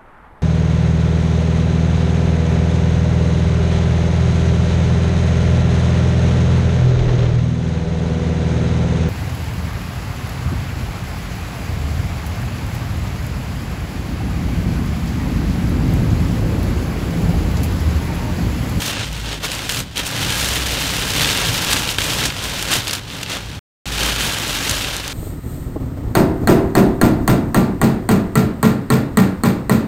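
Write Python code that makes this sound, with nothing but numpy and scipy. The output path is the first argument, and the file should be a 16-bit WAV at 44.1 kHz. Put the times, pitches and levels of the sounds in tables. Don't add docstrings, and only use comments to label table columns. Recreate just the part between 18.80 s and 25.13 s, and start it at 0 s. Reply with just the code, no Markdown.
import sys
import numpy as np
from scipy import signal
from scipy.fft import rfft, irfft, next_fast_len
from scipy.io import wavfile
from scipy.ndimage import uniform_filter1d

SR = 44100
rng = np.random.default_rng(int(sys.argv[2]) if len(sys.argv) > 2 else 0)


def persist_wave(psi):
    counts = np.round(np.clip(psi, -1, 1) * 32767).astype(np.int16)
    wavfile.write(sys.argv[1], SR, np.atleast_2d(counts).T)


N = 279153
TIME = np.arange(N) / SR


def rain():
    # frequency in Hz, relative spectral density in dB.
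    glass_spectrum = [(200, -28.5), (600, -11.5), (1150, -8), (1350, -3.5), (1650, -4), (2100, -3.5),
                      (2700, 0.1), (3200, 0), (4000, -1), (4800, -4.5), (6500, -8), (9000, -14),
                      (15000, -36.5)]
    spray_spectrum = [(400, -28), (1500, -16.5), (4000, 1.5), (6500, 1.5), (8700, -0.5), (9200, -2.5),
                      (12000, -3), (15000, -8)]
    roof_spectrum = [(60, -8.5), (160, 1.5), (235, -0.5), (280, 5), (350, -1.5), (570, 0), (660, -3.5),
                     (850, -2), (1100, -3.5), (1600, -4.5), (3000, -7.5), (8000, -33.5)]
    # frequency in Hz, relative level in dB.
    ping_modes = [(950, -10), (1360, -3.5), (1640, 3), (2760, 0), (2930, -1), (3120, 4), (3280, -0.5),
                  (3590, 1.5), (4290, -8)]
    hits = impacts(per_s=900, spread_db=3, largest=3.84)
    near = impacts(per_s=60, spread_db=2.5, largest=2.5)
    crisp = from_db(-7) * near + from_db(-4) * splatter(near, t60=.008)
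    taps = hits + crisp + from_db(2.5) * splatter(hits, t60=.018) + from_db(6) * splatter(hits, t60=.11)
    droplets = impacts(per_s=5300, spread_db=1, largest=3)
    fizz = from_db(-6.5) * hits + crisp + splatter(hits, t60=.014) + from_db(.5) * droplets
    roof_hits = impacts(per_s=1400, spread_db=5, largest=2.6)
    thuds = from_db(-2) * hits + splatter(roof_hits, t60=.036)
    pings = sum(from_db(db) * ring(impacts(per_s=50, spread_db=5.5, largest=1.8), hz, t60=.028)
                for hz, db in ping_modes)
    glass = evened(coloured(taps, glass_spectrum), span_s=.17) + from_db(-8.5) * pings / np.std(pings)
    clumps_db = .7 * flutter(per_s=45)
    spray = evened(coloured(fizz, spray_spectrum), span_s=.088)
    roof = evened(coloured(thuds, roof_spectrum), span_s=.21)
    water_db, mist_db = rain_strength()
    return (from_db(-25.5 + 1.13 * water_db + clumps_db) * glass
            + from_db(-30 + 1.55 * mist_db + 2 * clumps_db) * spray
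            + from_db(-28.5 + .88 * water_db) * roof)


def rain_strength():
    usual_db = -25
    # time in seconds, strength in dB.
    downpour = [(0.0, -40), (0.38, -32), (0.6, -36.5), (0.72, -27.5), (0.85, -28.5), (1.11, -41.5),
                (1.15, -37), (1.26, -28.5), (1.55, -24.5), (2.98, -22.5), (3.17, -31.0), (3.86, -26.5),
                (4.05, -30.5), (4.21, -37), (4.82, -35.5), (5.19, -26), (5.91, -24), (6.33, -30)]
    # start, rise and hold in seconds, strength in dB, extra spray in dB.
    gusts = [(-0.02, 0.022, 0.11, -26, 2), (0.11, 0.031, 0.094, -26.5, -13),
             (0.418, 0.075, 0.053, -28.5, -4.5), (0.611, 0.035, 0.012, -24, 1.5),
             (0.893, 0.0092, 0.098, -27.5, 3.5), (1.143, 0.038, 0.022, -24.0, -1.0),
             (1.245, 0.022, 0.005, -31.5, 9), (1.303, 0.017, 0.21, -28.5, -3), (1.496, 0.06, 0.21, -31, 5),
             (2.328, 0.046, 0.29, -25.5, -3.5), (2.376, 0.021, 0.038, -26, -3),
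             (2.885, 0.015, 0.1, -25, -1), (3.049, 0.027, 0.037, -26, 1.5), (3.18, 0.014, 0.18, -24.1, 0),
             (3.349, 0.033, 0.075, -23, -1), (3.615, 0.022, 0.018, -26.5, 1.5),
             (3.86, 0.072, 0.034, -19.5, -0.2), (4.035, 0.018, 0.13, -31.5, 1.5),
             (4.29, 0.03, 0.096, -32.5, 0), (4.45, 0.054, 0.065, -26, -2), (5.138, 0.085, 0.076, -22, -3),
             (5.37, 0.022, 0.085, -24.5, -0.4)]
    water = mist = from_db(in_time(downpour)) ** 2
    for start, rise, hold, db, spray_db in gusts:
        gust = from_db(db) * swell(start, rise, hold, t60=.18)
        water = water + gust ** 2
        mist = mist + (from_db(spray_db) * gust) ** 2
    return 10 * np.log10([water, mist]) - usual_db


def fat_drops():
    # time in seconds, relative levels of the low crack and the sharp tick in dB.
    landings = [(.3296, -28, -18), (.3765, -30, -19), (.7175, -16, -7.5), (.7507, -31, -12),
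                (.7912, -13, -21), (.8974, -9, -15), (.9125, -27, -15.5), (.9465, -16, -13),
                (1.1614, -15, -15), (1.1712, -8.5, -11), (1.1785, -15, -6), (1.2765, -22, -10),
                (1.597, -22, -14), (1.766, -10, -17), (2.395, -7, -8.5), (2.43, -11, -20.5),
                (2.4453, -4, -20.5), (2.4883, -9, -21), (2.574, -9, -5), (2.584, -6, -16),
                (2.8469, -14, -6), (2.93, -7.5, -8), (2.965, -7, -20), (3.0903, -6.5, -24),
                (3.1844, -2, -10), (3.217, -8.5, -24), (3.5023, -11.5, -24), (4.071, -10, -20),
                (4.095, -11, -22), (4.135, -18, -9), (4.194, -22, -26), (4.3014, -20, -26),
                (4.4154, -29, -20), (4.43, -15, -17), (4.4614, -16, -25), (5.3925, -21, -13),
                (5.585, -26, -10), (5.679, -22, -14), (5.8954, -22, -4), (6.011, -15, -24),
                (6.0454, -10, -22), (6.1659, -28, -9.5), (6.2787, -21, -11)]
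    # frequency in Hz, relative level in dB, 60 dB decay time in seconds.
    pane_modes = [(1590, -23.5, .014), (2300, -4, 0.0089), (2700, -7, 0.017), (3340, -3.5, 0.015),
                  (3730, 0.5, 0.0071), (4500, -1, 0.0034)]
    # frequency in Hz, relative spectral density in dB.
    tick_spectrum = [(300, -11), (1500, -6.5), (3500, 1.5), (7000, 7), (10000, 1.5), (15000, -6),
                     (19000, -16)]
    times, crack_db, tick_db = np.transpose(landings)
    hits, clicks = strikes(times, crack_db), strikes(times, tick_db)
    age = np.arange(int(.0014 * SR)) / SR
    bending_wave = signal.chirp(age, f0=4500, t1=age[-1], f1=2100) * np.sin(np.pi * age / age[-1])
    crack = signal.lfilter(bending_wave, [1], hits)
    drive = from_db(-9.5) * hits + splatter(np.roll(hits, len(age)), t60=.014)
    ringing = sum(from_db(db) * ring(drive, hz, t60) for hz, db, t60 in pane_modes)
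    tick = coloured(clicks + from_db(8) * splatter(clicks, t60=.011), tick_spectrum)
    return from_db(-1) * crack + from_db(-7) * ringing + tick


def slaps():
    # start in seconds, relative peak level in dB, 60 dB decay time in seconds.
    sheets = [(.892, -19, .024), (1.194, -29, .032), (2.929, -14.5, 0.028), (3.453, -18.5, 0.092),
              (3.825, -19.5, .02), (4.079, -17.5, .013), (4.109, -17, .013), (4.130, -19.5, 0.051),
              (4.15, -24.5, 0.038), (4.431, -23, 0.024), (4.498, -26, .015)]
    # frequency in Hz, relative spectral density in dB.
    slap_spectrum = [(200, -13), (1500, -1.5), (3500, 0.5), (7000, -1.5), (15000, -14)]
    envelope = sum(from_db(db) * swell(start, rise=.0013, hold=0, t60=t60) for start, db, t60 in sheets)
    droplets = impacts(per_s=11000, spread_db=3, largest=3)
    return from_db(4) * envelope * coloured(droplets, slap_spectrum)


def wipers():
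    # time in seconds, relative level in dB.
    turns = [(0.186, -24.5), (1.424, -20.5), (2.677, -18), (3.964, -23), (5.896, -20)]
    # frequency in Hz, relative level in dB, 60 dB decay in seconds.
    cabin_modes = [(94, -2.5, 0.21), (116, 1, 0.2), (146, 1.5, 0.063), (280, -15.5, .06)]
    soften = signal.butter(2, 250, fs=SR, output="sos")
    knocks = signal.sosfilt(soften, strikes(*np.transpose(turns)))
    return from_db(1) * sum((-1) ** k * from_db(db) * ring(knocks, hz, t60)
                            for k, (hz, db, t60) in enumerate(cabin_modes))


def road():
    # time in seconds, relative level in dB.
    roughness = [(0, -30), (.5, -31), (.62, -34), (.85, -34.5), (1.0, -31), (1.13, -37), (1.28, -33.5),
                 (1.42, -24.5), (1.58, -31.5), (2.7, -28.5), (3.12, -34), (3.42, -28), (3.66, -34),
                 (4.1, -34.5), (4.5, -35), (4.76, -32.5), (5.55, -32), (6.33, -37.5)]
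    bumps = [(.99, -28), (2.4, -27), (2.98, -29), (3.2, -35), (5.46, -30), (5.61, -32)]
    suspension_shake = [(0, -41.5), (1.4, -37.5), (2.4, -33.5), (3.75, -35), (4.05, -41), (4.45, -45),
                        (4.65, -36), (5.2, -44), (6.0, -32), (6.33, -39)]
    # frequency in Hz, relative spectral density in dB.
    rumble_spectrum = [(30, -34), (70, -16.5), (88, -5.5), (103, 3.5), (135, -2), (180, -5.5), (230, -12.5),
                       (400, -21.5), (2000, -49)]
    shudder_spectrum = [(10, -35), (25, -18.5), (38, -11.5), (50, 1), (60, -2.5), (75, -8), (130, -21.5),
                        (500, -64.5)]
    bump_width_s = .048
    jolts = sum(from_db(db) * np.exp(-((TIME - s) / bump_width_s) ** 2) for s, db in bumps)
    rumble_gain = np.hypot(from_db(in_time(roughness) + .6), jolts)
    rumble = evened(coloured(rng.standard_normal(N), rumble_spectrum), span_s=.033)
    shudder = evened(coloured(rng.standard_normal(N), shudder_spectrum), span_s=.14)
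    return rumble_gain * rumble + from_db(in_time(suspension_shake) + 2.5) * shudder


def boom():
    # start, rise and hold in seconds, rms level in dB, highest frequency in Hz.
    booms = [(.23, 0.06, 0.11, -26.5, 55.2), (1.299, .35, .4, -28.5, 64.1), (4.95, 0.14, 0.24, -26.5, 55.1)]
    sag_hz_per_s2, lowest_hz = 35, 48
    out = np.zeros(N)
    for start, rise, hold, db, top_hz in booms:
        from_crest_s = TIME - start - rise - hold / 2
        hz = np.maximum(top_hz - sag_hz_per_s2 * from_crest_s ** 2, lowest_hz)
        tone = np.sqrt(2) * np.sin(2 * np.pi * np.cumsum(hz) / SR)
        out += from_db(db) * swell(start, rise, hold, t60=.97) * tone
    return out


def impacts(per_s, spread_db, largest):
    sizes = from_db(spread_db * np.minimum(rng.exponential(1, N), largest))
    hits = sizes * rng.choice([-1, 1], N) * (rng.random(N) < per_s / SR)
    return hits / np.std(hits)


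def strikes(times, db):
    hits = np.zeros(N)
    hits[(times * SR).astype(int)] = from_db(db)
    return hits


def splatter(hits, t60):
    decay = from_db(-120 / (t60 * SR))
    power = signal.lfilter([1 - decay], [1, -decay], hits ** 2 + 1e-18)
    return np.sqrt(power) * rng.standard_normal(N)


def ring(drive, hz, t60):
    decay, step = from_db(-60 / (t60 * SR)), 2 * np.pi * hz / SR
    return signal.lfilter([0, np.sin(step)], [1, -2 * decay * np.cos(step), decay ** 2], drive + 1e-18)


def coloured(x, spectrum):
    size = next_fast_len(N + SR // 2, True)
    hz, db = np.transpose(spectrum)
    bin_hz = np.arange(size // 2 + 1) * SR / size
    gain = from_db(np.interp(np.log(bin_hz + 1), np.log(hz), db))
    cepstrum = irfft(np.log(gain / np.sqrt(np.mean(gain ** 2))), size)
    cepstrum[1:size // 2] *= 2
    response = np.exp(rfft(cepstrum[:size // 2], size))
    return irfft(rfft(x, size) * response, size)[:N]


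def evened(x, span_s):
    width = int(span_s * SR)
    power = uniform_filter1d(uniform_filter1d(x * x, width), width)
    return x / np.sqrt(np.abs(power) + 1e-12)


def flutter(per_s):
    knots = np.arange(0, N / SR + 1, 1 / per_s)
    return np.interp(TIME, knots, rng.standard_normal(N)[:len(knots)]) * np.sqrt(3 / 2)


def swell(start, rise, hold, t60):
    age = TIME - start
    return np.clip(age / rise, 0, 1) * np.exp(-np.log(1000) * np.maximum(age - rise - hold, 0) / t60)


def in_time(rows):
    return np.interp(TIME, *np.transpose(rows))


def from_db(db):
    return 10 ** (np.asarray(db) / 20)


def scene():
    return (rain() + fat_drops() + slaps() + wipers() + road() + boom())[None]


def record(dry):
    silent_from_s, silent_until_s, cutoff_hz = 4.7926, 5.0561, 15600
    live = (TIME < silent_from_s) | (TIME > silent_until_s)
    low_pass = signal.ellip(12, .1, 90, cutoff_hz, fs=SR, output="sos")
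    return signal.sosfilt(low_pass, np.clip(dry * live, -.92, .92))


dry = scene()
out = record(dry)
persist_wave(out)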